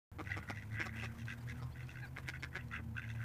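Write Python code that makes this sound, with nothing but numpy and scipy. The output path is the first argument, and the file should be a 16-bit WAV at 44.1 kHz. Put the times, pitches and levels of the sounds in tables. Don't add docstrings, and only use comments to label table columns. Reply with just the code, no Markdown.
import sys
import numpy as np
from scipy import signal
from scipy.fft import rfft, irfft, next_fast_len
from scipy.io import wavfile
from scipy.ndimage import uniform_filter1d, map_coordinates

SR = 44100
rng = np.random.default_rng(int(sys.argv[2]) if len(sys.argv) > 2 else 0)


def to_wav(sig):
    pcm = np.clip(np.atleast_2d(sig), -1, 1) * 32767
    pcm = np.round(pcm).astype(np.int16)
    wavfile.write(sys.argv[1], SR, pcm.T)


N = 142884
START_S, TOP_HZ = .1165, 15500

# frequency in Hz, relative density in dB per Hz.
RUMBLE_SPECTRUM = [(12, -84), (20, -21), (83, -5), (124, -2), (178, -12), (251, -12), (447, -29.5),
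                   (507, -27), (1030, -25.5), (1500, -69), (1950, -92), (3300, -120)]
# frequency in Hz, relative density in dB per Hz.
AIR_SPECTRUM = [(590, -102), (1000, -2.5), (1300, 9), (1530, 15), (2040, -3.5), (3010, -11), (5270, -52.5),
                (14300, 3), (15500, -20)]
# time in s, level in dB before RUSTLE_LIFT_DB.
RUSTLE_LEVEL = [(0.13, -81.5), (0.22, -71.5), (0.49, -71), (0.5, -59), (0.53, -75.5), (0.87, -67.5),
                (0.91, -77), (0.95, -65.5), (1.08, -69), (2.15, -74), (2.16, -69.5), (2.27, -73.5),
                (2.29, -58), (2.31, -73), (3.13, -76), (3.14, -66), (3.17, -74.5), (3.24, -70)]
# frequency in Hz, relative level in dB.
RUSTLE_SPECTRUM = [(2000, 14), (4000, 0), (8000, -1.5), (15500, -5.5)]
RUMBLE_DB, AIR_DB, AIR_SWELL_DB = -55.5, -77, 1.5
RUSTLE_LIFT_DB, RUSTLE_FLUTTER_DB = 5, 3.5

# time in s, firing rate in Hz.
ENGINE_PITCH = [(.13, 97.5), (.35, 100.7), (.85, 110.3), (1.25, 115.5), (1.65, 122.5), (2.0, 126),
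                (2.4, 129), (2.55, 127.5), (2.68, 115.7), (2.85, 113.2), (3.24, 114)]
# time in s, firing tone in dB rms, octave in dB rms.
ENGINE_LEVEL = [(0.13, -60.5, -63), (0.34, -46, -68), (0.36, -45.5, -62), (0.48, -63, -63.5),
                (0.5, -48.5, -54), (0.61, -51, -70), (0.66, -51.5, -59.5), (0.74, -41, -60.5),
                (0.84, -54.5, -57), (1.09, -45.5, -54), (1.16, -63, -61.5), (1.21, -47, -49),
                (1.26, -43.5, -64.5), (1.32, -53.5, -54.5), (1.47, -45, -65), (1.54, -56.5, -56),
                (1.66, -41.5, -64.5), (1.72, -59, -80), (1.84, -45, -74), (1.86, -48, -57.5),
                (1.95, -58, -78), (1.98, -48, -68), (2.03, -47.5, -88), (2.05, -55.5, -67.5),
                (2.4, -51.5, -75), (2.55, -63, -68), (2.59, -53.5, -64.5), (2.67, -48.5, -58),
                (2.7, -61, -60), (2.92, -45.5, -54), (3.01, -53, -69), (3.03, -53, -56.5), (3.07, -46, -62),
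                (3.24, -44.5, -57)]
# frequency in Hz, level in dB rms, waver in knots per s.
HUMS = [(79.5, -57, 6), (137, -66, 4), (160, -66, 6), (335, -76, 5), (484, -75, 12)]
ENGINE_WAVER_DB, HUM_WAVER_DB, HUM_WANDER_RAD = 1, 2.5, .5

PULSE_SCATTER_DB, MODE_SCATTER_DB, DETUNE = 1.5, 2, .02
VOICE_FLOOR_HZ = 222

# first pulse in s, length in s, pulse rate in Hz, level in dB, then boom, chest,
# whistle and hiss in dB relative to that level.
CLUCKS = [(0.187, 0.034, 155.7, -39.5, 6.5, 4, -27, -10.5), (0.364, 0.033, 158.5, -40, 1.5, 2.5, -14, -6.5),
          (.500, 0.014, 140.2, -33.5, 5, 2.5, -16.5, -10),
          (0.7955, 0.038, 162.9, -28, -5.5, -17.5, -16.5, -21),
          (0.857, 0.021, 185.2, -40.5, 2.5, 1, -8, -7), (0.962, 0.011, 97, -42, 2, -6, -19, -13),
          (1.025, 0.039, 192.4, -42.5, 4.5, 1.5, -9, -4.5), (1.619, 0.028, 157, -56, 4, 10.5, 0, 3),
          (2.165, 0.014, 177, -37, -31, -17, -31, -41), (2.179, 0.014, 157.5, -41, -3, -1, -9.5, -3.5),
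          (2.281, 0.023, 159.7, -30.5, -9, -13, -15, -7),
          (2.426, 0.025, 146.9, -31.5, -7, -10, -11.5, -10.5),
          (2.55, .032, 184.4, -33.5, -4, -9.5, -30, -10), (2.777, 0.042, 140, -56, 13.5, 5, -32, -18)]
# frequency in Hz, relative level in dB, t60 in s.
CLUCK_THROAT_MODES = [(1660, 0, .009), (2050, -1, .008), (2800, -13, .007)]
# frequency in Hz, level in dB before the chest level, t60 in s.
CHEST_MODES = [(510, -3, 0.0091), (749, 1, 0.0075), (1173, 1.5, 0.0086)]
# frequency in Hz, level in dB before the whistle level, t60 in s.
WHISTLE_MODES = [(3900, -2, .005), (4700, -4, .005), (5380, 0, .008), (7200, -10, .004)]
# frequency in Hz, relative level in dB.
BREATH_SPECTRUM = [(1000, -38), (3500, -4), (6000, -9), (9000, -15.5), (15000, -32.5)]
BOOM_HZ, BOOM_T60_S = 285, 0.013

# time in s, level in dB before TICK_TRIM_DB.
TICKS = [(0.2409, -59), (1.255, -52), (1.4345, -65), (1.8696, -57.5), (2.0046, -59), (2.6843, -59),
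         (3.1389, -62.5)]
TICK_TRIM_DB, TICK_T60_S = -2.5, 0.016

# first pulse in s, length in s, initial pulse rate in Hz, level in dB, throat in Hz
# at full swell, then bill, upper and hiss in dB relative to that level.
RASPS = [(.250, 0.04, 86.5, -45, 1546, 1, -5.5, -16), (0.297, 0.086, 94, -50, 1530, 11.5, 4, -18),
         (0.271, 0.087, 87.8, -49, 1485, 9.5, 5.5, -9), (0.39, 0.086, 81.8, -48.5, 1467, -2.5, -4.5, -34),
         (0.479, 0.0537, 90, -41.5, 1481, 4.5, -15, -12), (0.537, 0.078, 85.19, -54, 1570, 12.5, 1, -4),
         (.614, 0.032, 98, -54, 1545, 5.5, 3, -6.5), (0.709, 0.07, 91, -47, 1570, 0, -13, -12),
         (0.743, 0.12, 118.8, -41, 1608, 2.5, -5, -39), (0.833, 0.088, 86.06, -49, 1547, 7, -4, -12),
         (0.906, 0.071, 89.64, -53, 1590, 4, -8, -30), (0.95, 0.056, 102.5, -47.5, 1593, 5.5, 1.5, -13),
         (0.989, 0.09, 90.74, -46, 1625, 1, 6, -6.5), (1.066, 0.061, 91.6, -52, 1550, -0.5, -19, -22),
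         (1.132, 0.066, 102.6, -56, 1173, -17, -16, -14), (1.176, 0.061, 96.3, -51.5, 1615, 2, 2, -5),
         (1.274, .075, 102.2, -39, 1617, -3, -1, -13.5), (1.355, 0.059, 81, -58.5, 1440, -12, -22, -16),
         (1.477, 0.055, 94, -42.5, 1672, -0.5, -4, -10), (1.546, 0.043, 87.96, -54.5, 1520, -11, -3, -12),
         (1.572, 0.047, 110, -55, 1300, -4, -18, -35), (1.615, 0.088, 94.7, -53, 1075, -30, -31, -20),
         (1.747, 0.12, 87.4, -52.5, 1570, 2, 0.5, -12), (1.874, 0.064, 101.1, -55.5, 1480, 0.5, 7.5, -2.5),
         (1.943, 0.079, 71, -46.5, 1577, -0.5, -2.5, -15.5), (2.208, 0.054, 88.4, -70, 1500, -9, 3, -18),
         (2.24, 0.049, 98.1, -54.5, 1600, 3.5, 1, -33), (2.328, 0.0557, 98, -44, 1516, -2, -6.5, -24),
         (2.344, 0.034, 83.4, -51, 1560, 2, -19, -13), (2.455, 0.014, 92.59, -42, 1570, -12, -22, -31),
         (2.48, 0.036, 102.6, -72, 1500, -7, -9, -22), (2.519, 0.097, 90.72, -46, 1566, 0.5, -8, -23),
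         (2.586, .055, 86.2, -58.5, 1540, 7, 6, -30), (2.705, 0.078, 96.1, -44, 1350, -3, -1, -15),
         (2.721, 0.086, 95.7, -40, 1600, -1, -5.5, -32), (2.795, .05, 71, -68, 1410, -11, -11, -28),
         (2.945, 0.025, 118.8, -48.5, 1370, -12, -13, -17),
         (2.968, 0.038, 76.9, -32.5, 1595, -14.5, -7.5, -23),
         (3.01, 0.067, 100.7, -48, 1613, 3.5, -1.5, -18.5), (3.07, 0.069, 93.5, -51, 1590, 1.5, 3, -7),
         (3.142, 0.059, 100.7, -51, 1610, -4, -4.5, -17), (3.193, .06, 89, -39.5, 1558, -5.5, -11.5, -26)]
# frequency in Hz at full swell, t60 in s.
RASP_MODES = [(2010, 0.027), (2630, 0.011), (3340, 0.021)]
# frequency in Hz, relative level in dB.
RASP_BREATH_SPECTRUM = [(2500, -33), (3500, 4), (4700, -7), (6000, 0), (7500, -12), (10000, -12),
                        (15000, -38)]
RASP_T60_S, RASP_TOP_DB = .034, -13

# start in s, length in s, top pitch in Hz, level in dB.
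YELPS = [(0.293, 0.032, 806, -44.5), (2.009, 0.06, 414.5, -50)]
# frequency in Hz, relative level in dB.
YELP_COLOUR = [(400, -20), (800, -8.5), (1250, -18), (1650, 2.5), (2100, -16), (2550, -7), (3300, -45),
               (4100, -15), (4700, -18), (8000, -60)]
YELP_SAG, YELP_ROUGH_RAD, YELP_FLICKER_DB = .16, .25, 1

# start in s, length in s, start pitch in Hz, end pitch in Hz.
PEEPS = [(1.38, 0.021, 3660, 3900), (1.404, 0.018, 4566, 4900), (1.422, 0.013, 4150, 4000),
         (1.593, 0.075, 4300, 5300), (1.717, .03, 4020, 4960), (1.722, .02, 3231, 3480),
         (1.823, 0.033, 3960, 4700), (1.948, 0.023, 4240, 4770), (2.066, 0.02, 4400, 4900),
         (2.393, 0.028, 4470, 4400), (2.40, 0.022, 3200, 3360)]
PEEP_DB, PEEP_FLICKER_DB, PEEP_SMEAR_RAD = -70, 3, 1.4

ECHO_DB, ECHO_T60_S, ECHO_DELAY_S = -11, .09, .004


def amp(db):
    return 10 ** (np.asarray(db) / 20)


def unit(x):
    return x / np.sqrt(np.mean(x ** 2) + 1e-20)


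def along(points, hz):
    f, v = np.transpose(points)
    return np.interp(np.log(hz + 1), np.log(f + 1), v)


def curves(rows):
    s, *cols = np.transpose(rows)
    return [np.interp(np.arange(N) / SR, s, c) for c in cols]


def wobble(rate_hz):
    return map_coordinates(rng.standard_normal(N // 100), [np.arange(N) * rate_hz / SR])


def filtered(x, response):
    m = next_fast_len(N + SR // 2)
    return irfft(rfft(x, m) * response(np.fft.rfftfreq(m, 1 / SR)), m)[..., :N]


def noise(spectrum):
    return unit(filtered(rng.standard_normal(N), lambda hz: amp(along(spectrum, hz))))


def arch(u, peak_at):
    return np.sin(np.pi * np.clip(u, 0, 1) ** (np.log(.5) / np.log(peak_at)))


def background():
    level_db, = curves(RUSTLE_LEVEL)
    rustle_db = level_db + RUSTLE_LIFT_DB + RUSTLE_FLUTTER_DB * wobble(90)
    rustle = amp(rustle_db) * noise(RUSTLE_SPECTRUM)
    rumble = amp(RUMBLE_DB) * noise([(6.2, -5), *RUMBLE_SPECTRUM, (3000, -49.5)])
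    air = amp(AIR_DB + AIR_SWELL_DB * wobble(11.6)) * noise([(500, -49), *AIR_SPECTRUM])
    return rumble + air + rustle


def engine():
    hz, = curves(ENGINE_PITCH)
    db, octave_db = curves(ENGINE_LEVEL)
    phase = 2 * np.pi * np.cumsum(hz) / SR
    firing = amp(db + ENGINE_WAVER_DB * wobble(29)) * np.sin(phase)
    octave = amp(octave_db + ENGINE_WAVER_DB * wobble(14)) * np.sin(2 * phase)
    return np.sqrt(2) * (firing + octave)


def hums():
    t, out = np.arange(N) / SR, np.zeros(N)
    for hz, db, rate_hz in HUMS:
        level = amp(db + HUM_WAVER_DB * wobble(rate_hz))
        phase = 2 * np.pi * hz * t + HUM_WANDER_RAD * wobble(rate_hz)
        out += level * np.sin(phase)
    return np.sqrt(2) * out


def add_pulses(voice, hiss, row, modes, hiss_db, hiss_t60_s, rise_s, jitter, rough, peak_at,
               slows=0, lag_s=0, opens=0):
    start_s, length_s, rate_hz, db = row
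    k, t = np.arange(16), np.arange(SR // 25) / SR
    luck = rng.standard_normal((16, 2 + 2 * len(modes)))
    mode_luck = luck[:, 2:].reshape(16, 2, -1, 1)
    flutter = rng.standard_normal((16, len(modes), len(t)))
    flutter = unit(uniform_filter1d(uniform_filter1d(flutter, size=80), size=80))

    times = (k * (1 + slows * k / (rate_hz * length_s)) + jitter * luck[:, 0]) / rate_hz
    swell = arch((times + .5 / rate_hz) / (length_s + .5 / rate_hz), peak_at)
    sizes = amp(db + PULSE_SCATTER_DB * luck[:, 1]) * swell

    hz, level_db, t60_s = np.transpose(modes)[:, :, None]
    age = np.maximum(t - lag_s * np.log2(hz / hz[0]), 0)
    shape = amp(-60 * age / t60_s) * (1 - np.exp(-age / rise_s)) ** 2
    shape *= amp(level_db) / shape.max(1, keepdims=True)
    puff = amp(hiss_db - 60 * t / hiss_t60_s) * (1 - np.exp(-t / rise_s))

    onsets_s = start_s + times - t[shape[0].argmax()]
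    for n in k:
        level_luck, pitch_luck = mode_luck[n]
        pulse_hz = hz * (1 + DETUNE * pitch_luck - opens * (1 - swell[n]))
        envelope = amp(MODE_SCATTER_DB * level_luck) * shape * (1 - rough + rough * flutter[n])
        ring = envelope * np.sin(2 * np.pi * pulse_hz * age)
        i = round(onsets_s[n] * SR)
        voice[i:i + len(t)] += sizes[n] * ring.sum(0)
        hiss[i:i + len(t)] += sizes[n] * puff


def clucks():
    voice, hiss = np.zeros((2, N + SR))
    for *row, boom_db, chest_db, whistle_db, hiss_db in CLUCKS:
        boom = [(BOOM_HZ, boom_db, BOOM_T60_S)]
        chest = np.add(CHEST_MODES, [0, chest_db, 0])
        whistle = np.add(WHISTLE_MODES, [0, whistle_db, 0])
        modes = np.vstack([CLUCK_THROAT_MODES, boom, chest, whistle])
        add_pulses(voice, hiss, row, modes, hiss_db, hiss_t60_s=.006, rise_s=.0003,
                   jitter=.02, rough=.12, peak_at=.45)
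    return voice[:N], hiss[:N]


def ticks():
    t, gate = np.arange(N) / SR, np.zeros(N)
    for s, db in TICKS:
        gate += amp(db + TICK_TRIM_DB - 60 * np.abs(t - s) / TICK_T60_S) * (t >= s)
    return noise(BREATH_SPECTRUM) * gate


def rasps():
    voice, hiss = np.zeros((2, N + SR))
    for *row, throat_hz, bill_db, upper_db, hiss_db in RASPS:
        levels_db = bill_db, upper_db, upper_db + RASP_TOP_DB
        modes = [(throat_hz, 0, RASP_T60_S)]
        modes += [(hz, db, t60_s) for (hz, t60_s), db in zip(RASP_MODES, levels_db)]
        add_pulses(voice, hiss, row, modes, hiss_db, hiss_t60_s=.032, rise_s=.002, jitter=.04, rough=.42,
                   peak_at=.51, slows=.08, lag_s=.001534, opens=.058)
    return voice[:N], hiss[:N]


def flock():
    rasp_voice, rasp_hiss = rasps()
    cluck_voice, cluck_hiss = clucks()
    voiced = filtered(rasp_voice + cluck_voice, lambda hz: 1 / (1 + (VOICE_FLOOR_HZ / (hz + 1)) ** 4))
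    return voiced + rasp_hiss * noise(RASP_BREATH_SPECTRUM) + cluck_hiss * noise(BREATH_SPECTRUM)


def yelps():
    t, out = np.arange(N) / SR, np.zeros(N)
    for s, length_s, top_hz, db in YELPS:
        u = np.clip((t - s) / length_s, 0, 1)
        hz = top_hz * (1 - YELP_SAG * (1 - arch(u, 0.38)))
        phase = 2 * np.pi * np.cumsum(hz) / SR + YELP_ROUGH_RAD * wobble(300)
        stack = sum(amp(along(YELP_COLOUR, k * top_hz)) * np.sin(k * phase) for k in range(1, 11))
        out += amp(db + YELP_FLICKER_DB * wobble(209)) * arch(u, 0.57) * stack
    return out


def peeps():
    t, out = np.arange(N) / SR, np.zeros(N)
    for s, length_s, from_hz, to_hz in PEEPS:
        u = np.clip((t - s) / length_s, 0, 1)
        level = amp(PEEP_DB + PEEP_FLICKER_DB * wobble(170)) * arch(u, 0.34)
        hz = from_hz + (to_hz - from_hz) * u
        phase = PEEP_SMEAR_RAD * wobble(400) + 2 * np.pi * np.cumsum(hz) / SR
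        out += level * np.sin(phase)
    return out


def echo(x):
    t = np.arange(SR // 5) / SR
    tail = rng.standard_normal(len(t)) * amp(-60 * t / ECHO_T60_S) * (t > ECHO_DELAY_S)
    return amp(ECHO_DB) * signal.fftconvolve(x, tail / np.linalg.norm(tail))[:N]


def scene():
    birds = flock() + yelps() + peeps() + ticks()
    return (birds + echo(birds) + engine() + hums() + background())[None]


def record(dry):
    return filtered(dry * (np.arange(N) >= START_S * SR), lambda hz: hz < TOP_HZ)


dry = scene()
out = record(dry)
to_wav(out)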